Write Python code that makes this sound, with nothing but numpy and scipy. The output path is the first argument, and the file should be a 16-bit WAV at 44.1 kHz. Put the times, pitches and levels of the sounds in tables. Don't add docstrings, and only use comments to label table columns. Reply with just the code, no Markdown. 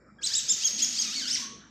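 import sys
import numpy as np
from scipy import signal
from scipy.fft import rfft, irfft
from scipy.io import wavfile
from scipy.ndimage import uniform_filter1d

SR = 44100
rng = np.random.default_rng(int(sys.argv[2]) if len(sys.argv) > 2 else 0)


def volts_from_decibels(level):
    exponent = np.asarray(level, float) / 20
    return 10 ** exponent


def store_pcm(level_fs):
    pcm = np.round(np.clip(level_fs, -1, 1) * 32767).astype(np.int16)
    wavfile.write(sys.argv[1], SR, np.atleast_2d(pcm).T)


N = 74970


def at_hz(points, hz):
    f, value = np.transpose(points)
    return np.interp(np.log(hz + 1), np.log(f + 1), value)


def unit(x):
    return x / np.sqrt(np.mean(x ** 2) + 1e-20)


def wobble(n, size):
    smooth = uniform_filter1d(rng.standard_normal(n), size)
    return unit(uniform_filter1d(smooth, size))


def resonate(x, hz, width_hz):
    turn = np.exp(2j * np.pi * np.cumsum(hz * np.ones(len(x))) / SR)
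    r = np.exp(-np.pi * width_hz / SR)
    return 2 * (turn * signal.lfilter([1 - r], [1, -r], x / turn)).real


def ring(noise, bands):
    return sum(volts_from_decibels(db) * unit(resonate(resonate(noise, hz, width_hz), hz, width_hz))
               for hz, width_hz, db in bands)


# frequency in Hz, level in dB per Hz.
AIR_SPECTRUM = [(25, -25), (50, -53), (100, 3), (190, 0), (400, -8), (900, -12.5), (1900, -12), (2600, -44)]
# frequency in Hz, width in Hz, level in dB.
HIGH_BANDS = [(1309, 24, -77.5), (2320, 92, -78.5), (4900, 230, -84), (5390, 77, -80.5), (5650, 250, -97),
              (7230, 280, -82)]


def room_tone():
    level_db, patch_db = -57, 5
    frames, hz = N // 256 + 5, np.fft.rfftfreq(1024, 1 / SR)
    a, b, patches = rng.standard_normal((frames, 513, 3)).T
    patches = uniform_filter1d(patches, size=8, axis=0)
    patches = unit(uniform_filter1d(patches, size=14, axis=1))
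    z = (a + 1j * b) * volts_from_decibels(at_hz(AIR_SPECTRUM, hz)[:, None] + patch_db * patches)
    air = volts_from_decibels(level_db) * unit(signal.istft(z, nperseg=1024, noverlap=768)[1][:N])
    return air + ring(rng.standard_normal(N), HIGH_BANDS)


# time in seconds, level in dB, drone pitch in Hz.
RUMBLE_SWELL = [(0.0, -80, 212), (0.118, -57, 217), (0.16, -60.5, 217), (0.316, -69, 234),
                (0.676, -60, 214), (0.78, -47, 233), (0.932, -52.5, 237), (1.116, -54.5, 225.5),
                (1.182, -48.5, 261), (1.514, -51.5, 225), (1.594, -70, 231), (1.642, -55, 222),
                (1.7, -58.5, 216)]
# frequency in Hz, width in Hz, level in dB.
ROOM_MODES = [(216.4, 22, -11), (263, 84, -12.5), (313.7, 10, -13), (596, 250, -17), (1180, 16, -34)]


def rumble():
    drone_width_hz, drone_db = 37.5, -2
    hum_hz, hum_db = 59.4, -70
    s, db, drone_hz = np.transpose(RUMBLE_SWELL)
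    t, noise = np.arange(N) / SR, rng.standard_normal(N)
    modes = ring(noise, ROOM_MODES)
    hz = np.interp(t, s, drone_hz)
    drone = resonate(resonate(noise[::-1], hz, drone_width_hz), hz, drone_width_hz)
    drone_power = abs(uniform_filter1d(drone ** 2, size=3000)) + 1e-12
    steady_drone = volts_from_decibels(drone_db) * drone / np.sqrt(drone_power)
    hum = volts_from_decibels(hum_db) * np.sqrt(2) * np.sin(2 * np.pi * hum_hz * t)
    return volts_from_decibels(np.interp(t, s, db)) * (modes + steady_drone) + hum


# frequency in Hz, 60 dB decay time in seconds, level in dB.
ROOM_DECAY = [(1200, 0.55, 0.5), (3980, 0.77, -6), (5000, 0.42, -7.5), (6100, 0.62, 2.5),
              (7260, 0.49, -10.5), (11100, 0.38, -1.5)]
# delay in seconds, level in dB.
EARLY_REFLECTIONS = [(.0045, -15), (.0083, -16), (.0131, -15), (.019, -16), (.027, -16)]


def room(x):
    direct_db, tail_db, onset_s = 2.5, -0.5, 0.0043
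    taps = rng.standard_normal(SR) * (rng.random(SR) < .3)
    rows = np.array(ROOM_DECAY)
    hz, t, z = signal.stft(taps, SR, nperseg=256)
    start_db = at_hz(rows[:, ::2], hz)[:, None]
    t60_s = at_hz(rows[:, :2], hz)[:, None]
    tail = signal.istft(z * volts_from_decibels(start_db - 60 * t / t60_s), SR, nperseg=256)[1]
    tail *= np.minimum(np.arange(len(tail)) / SR / onset_s, 1)
    tail *= volts_from_decibels(tail_db) / np.linalg.norm(tail)
    tail[0] += volts_from_decibels(direct_db)
    for s, db in EARLY_REFLECTIONS:
        tail[round(s * SR)] += volts_from_decibels(db)
    return signal.fftconvolve(x, tail)[:N]


# frequency in Hz, gain in dB.
VOCAL_COLOUR = [(900, -20), (2000, -5), (3500, -2), (5000, 7.5), (7300, 1), (9000, -13), (10100, -17),
                (12300, -20.5)]


def folds(hz, overtone_db, first_db, slope_db, weak, air, third_db=0):
    turn = 2 * np.pi * np.cumsum(hz) / SR
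    voice = air * (1 + np.cos(turn)) + 0 * hz
    for k in np.arange(1.5, 14, .5):
        line_hz = k * hz
        line_db = slope_db * np.maximum(k - 2, 0) + (k == 3) * third_db
        line_db = line_db - 13 * np.exp(-((line_hz - 6000) / 170) ** 2)
        line_db = line_db - 16 * np.exp(-((line_hz - 11000) / 1500) ** 4)
        radiated = np.clip((line_hz - 2100) / 600, .12, 1) * (line_hz < 15000)
        line = volts_from_decibels(line_db) * radiated * np.cos(k * turn)
        voice += line * (weak if k % 1 else 1 - 0.71 * weak)
    voice = voice * volts_from_decibels(overtone_db - at_hz(VOCAL_COLOUR, 2 * hz))
    thin_db = -3 * np.exp(-((hz - 2050) / 450) ** 2)
    voice = voice + volts_from_decibels(first_db + thin_db - at_hz(VOCAL_COLOUR, hz)) * np.cos(turn)
    u = np.arange(len(hz)) / SR
    edge_s = 0.0016
    return np.sqrt(2) * voice * np.clip(np.minimum(u, u[::-1]) / edge_s, 0, 1)


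# time in seconds, pitch in Hz, overtone level in dB, fundamental level in dB.
EARLY_CHIRPS = [
    [(0.213, 2000, -72, -66), (0.221, 2380, -51, -58), (0.230, 2920, -42, -47), (0.234, 3450, -37, -39),
     (0.246, 4120, -31, -31), (0.255, 4117, -39, -35), (0.263, 3400, -31, -38), (0.274, 2310, -26.5, -65),
     (0.287, 1420, -80, -65)],
    [(0.333, 1991, -39, -71), (0.341, 2489, -26, -53), (0.348, 2914, -36, -45), (0.354, 3550, -24, -34),
     (0.366, 3920, -33, -36), (0.386, 3780, -27, -39), (0.396, 3000, -32, -44), (0.407, 2000, -42, -60),
     (0.418, 1250, -58, -68)],
    [(0.484, 3136, -32, -56), (0.496, 3487, -28, -37), (0.506, 3656, -22.5, -40), (0.512, 3693, -26, -33),
     (0.518, 3560, -21, -41), (0.525, 3100, -28, -43), (0.532, 2620, -34, -52), (0.541, 2200, -48, -70),
     (0.556, 1730, -54, -81)],
]
SECOND_RUN_UP = [
    (0.302, 1510, -48, -53.5),
    (0.314, 1656, -43.5, -51),
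    (0.324, 1775, -44.5, -43.5),
]
MIDDLE_CHIRPS = [
    [(0.632, 3050, -42, -48), (0.64, 3190, -32.5, -39), (0.656, 3330, -22, -37), (0.668, 3200, -28, -40),
     (0.674, 2745, -28.5, -58), (0.68, 2341, -28.5, -45), (0.686, 1892, -44, -65), (0.694, 1585, -58, -68),
     (0.704, 1430, -60, -72)],
    [(0.806, 3020, -44, -46), (0.820, 3250, -36, -40), (0.824, 3300, -25, -39), (0.833, 3470, -23.5, -37),
     (0.842, 3150, -29, -42), (0.849, 2650, -30, -53), (0.855, 2250, -46, -70), (0.866, 1800, -60, -70),
     (0.876, 1470, -72, -51)],
    [(0.972, 2688, -34, -74), (0.99, 3259, -30.5, -36.5), (1.004, 3300, -29, -49), (1.014, 3025, -29, -46),
     (1.022, 2504, -26.5, -64), (1.03, 1800, -46, -60), (1.048, 1310, -49, -59), (1.076, 1205, -49, -61),
     (1.096, 1225, -50, -61)],
]
JOINED_CHIRPS = [
    [(1.112, 1272, -50, -61), (1.12, 1290, -48, -60), (1.138, 1558, -45, -55), (1.154, 2185, -36, -54),
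     (1.166, 2287, -35, -50), (1.194, 2150, -40, -49), (1.21, 1822, -42, -51), (1.226, 1515, -45, -51),
     (1.236, 1572, -45, -51)],
    [(1.258, 1385, -47, -54), (1.28, 1665, -41, -52), (1.294, 1858, -40, -52), (1.312, 2600, -28, -52),
     (1.324, 2940, -31, -44), (1.338, 3153, -28, -42), (1.35, 2776, -26, -51), (1.36, 2015, -40.5, -36.5),
     (1.374, 1308, -43.5, -61.5)],
    [(1.387, 1001, -62, -60), (1.402, 960, -60, -56), (1.413, 1150, -54, -68), (1.428, 1125, -52, -50),
     (1.441, 1097, -62, -51), (1.452, 1120, -66, -64), (1.463, 1117, -64, -56), (1.475, 1100, -80, -74)],
]
# start in seconds, end in seconds, share from 0 to 1.
PULSING = [
    (0.488, 0.502, 0.46),
    (0.82, 0.838, 0),
    (0.96, 0.996, 0.81),
]


def chirps(t, jitter, breath):
    out = np.zeros(N)
    half = sum(share * np.clip(np.minimum(t - a, b - t) / 0.0035, 0, 1) for a, b, share in PULSING)
    half = np.clip(half, 0, 1)
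    run_together = MIDDLE_CHIRPS[2] + sum(JOINED_CHIRPS, [])
    calls = [EARLY_CHIRPS[0], SECOND_RUN_UP + EARLY_CHIRPS[1], EARLY_CHIRPS[2],
             MIDDLE_CHIRPS[0], MIDDLE_CHIRPS[1], run_together]
    for call in calls:
        s, pitch_hz, overtone_db, first_db = np.transpose(sorted(call))
        on = (t >= s[0]) & (t < s[-1])
        hz = uniform_filter1d(np.interp(t[on], s, pitch_hz), size=200, mode="nearest")
        hz = hz * (1 + 0.0053 * jitter[on])
        over_db = np.interp(t[on], s, overtone_db)
        slope_db = -4.5 + 0.24 * (over_db + 34.5)
        slope_db += 4 * np.maximum(np.log2(2400 / hz), 0)
        third_db = 5 * np.clip((1330 - hz) / 150, 0, 1)
        out[on] += folds(hz, over_db, np.interp(t[on], s, first_db), slope_db, half[on],
                         volts_from_decibels(-76) * breath[on], third_db)
    return out


# start in seconds, end in seconds, pitch in Hz,
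# overtone level in dB, fundamental level in dB.
SOFT_PIP = (0.184, 0.204, 1640, -66, -52)


def pip(t, jitter):
    out = np.zeros(N)
    a, b, pip_hz, overtone_db, first_db = SOFT_PIP
    on = (t >= a) & (t < b)
    swell = np.sin(np.pi * (t[on] - a) / (b - a))
    out[on] = swell * folds(pip_hz * (1 + .02 * jitter[on]), overtone_db, first_db, -22, 0, 0)
    return out


# start in seconds, end in seconds,
# start pitch in Hz, end pitch in Hz, level in dB.
ROUGH_LEAD_INS = [
    (0.444, 0.486, 1097, 1300, -48),
    (0.591, 0.639, 757, 1016, -44),
    (0.778, 0.811, 720, 1050, -41),
    (0.926, 0.979, 899, 1350, -44),
]


def lead_ins(t, jitter, breath):
    out = np.zeros(N)
    for a, b, low_hz, high_hz, db in ROUGH_LEAD_INS:
        on = (t >= a) & (t < b)
        rise = (t[on] - a) / (b - a)
        hz = (low_hz + (high_hz - low_hz) * rise ** 1.6) * (1 + .006 * jitter[on])
        swell_db = db - 4.5 - 16 * (1 - rise) ** 2
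        out[on] += folds(hz, swell_db, swell_db - 20, -.8, 0, volts_from_decibels(-13) * breath[on])
    return out


def rasp(t):
    start_s, end_s, rise_s = 0.208, 1.477, 0.071
    level_db, flicker_db = -39.5, 2
    span = np.clip(np.minimum(t - start_s, end_s - t) / rise_s, 0, 1)
    return span * volts_from_decibels(level_db + flicker_db * wobble(N, size=1800)) * rng.standard_normal(N)


def civet():
    t = np.arange(N) / SR
    jitter, shimmer = wobble(N, size=60), wobble(N, size=90)
    breath = rng.standard_normal(N)
    source = chirps(t, jitter, breath) + pip(t, jitter) + lead_ins(t, jitter, breath) + rasp(t)
    source *= volts_from_decibels(1.5 * shimmer)
    return irfft(rfft(source) * volts_from_decibels(at_hz(VOCAL_COLOUR, np.fft.rfftfreq(N, 1 / SR))), N)


def scene():
    return (room(civet()) + room_tone() + rumble())[None]


# time in seconds, centre in Hz.
TREBLE_HOLE = [(0.22, 10480), (0.45, 9330), (0.6, 9400), (0.66, 10670), (1.5, 10590)]


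def treble_gate(x):
    hz, t, z = signal.stft(x, SR, nperseg=1024)
    offset_hz = hz[:, None] - np.interp(t, *np.transpose(TREBLE_HOLE))
    z = z * volts_from_decibels(-18 * np.exp(-(offset_hz / 460) ** 4))
    power = abs(uniform_filter1d(abs(z) ** 2, size=16, axis=0)) + 1e-20
    band_db = (10 * np.log10(power))[::16].repeat(16, axis=0)[:len(hz)]
    floor_db, below_loudest_db, soft_db = -97, 44, 1.5
    over_db = band_db - np.maximum(band_db.max(axis=0) - below_loudest_db, floor_db)
    keep = np.where(hz[:, None] > 8600, np.clip(over_db / soft_db, 0, 1), 1)
    keep = keep * (hz[:, None] < 13750)
    return signal.istft(z * keep, SR, nperseg=1024)[1][None, :N]


def top_cut(x):
    return signal.sosfilt(signal.butter(12, 14160, fs=SR, output="sos"), x)


def record(dry):
    mix = treble_gate(dry[0])
    return top_cut(mix)


dry = scene()
out = record(dry)
store_pcm(out)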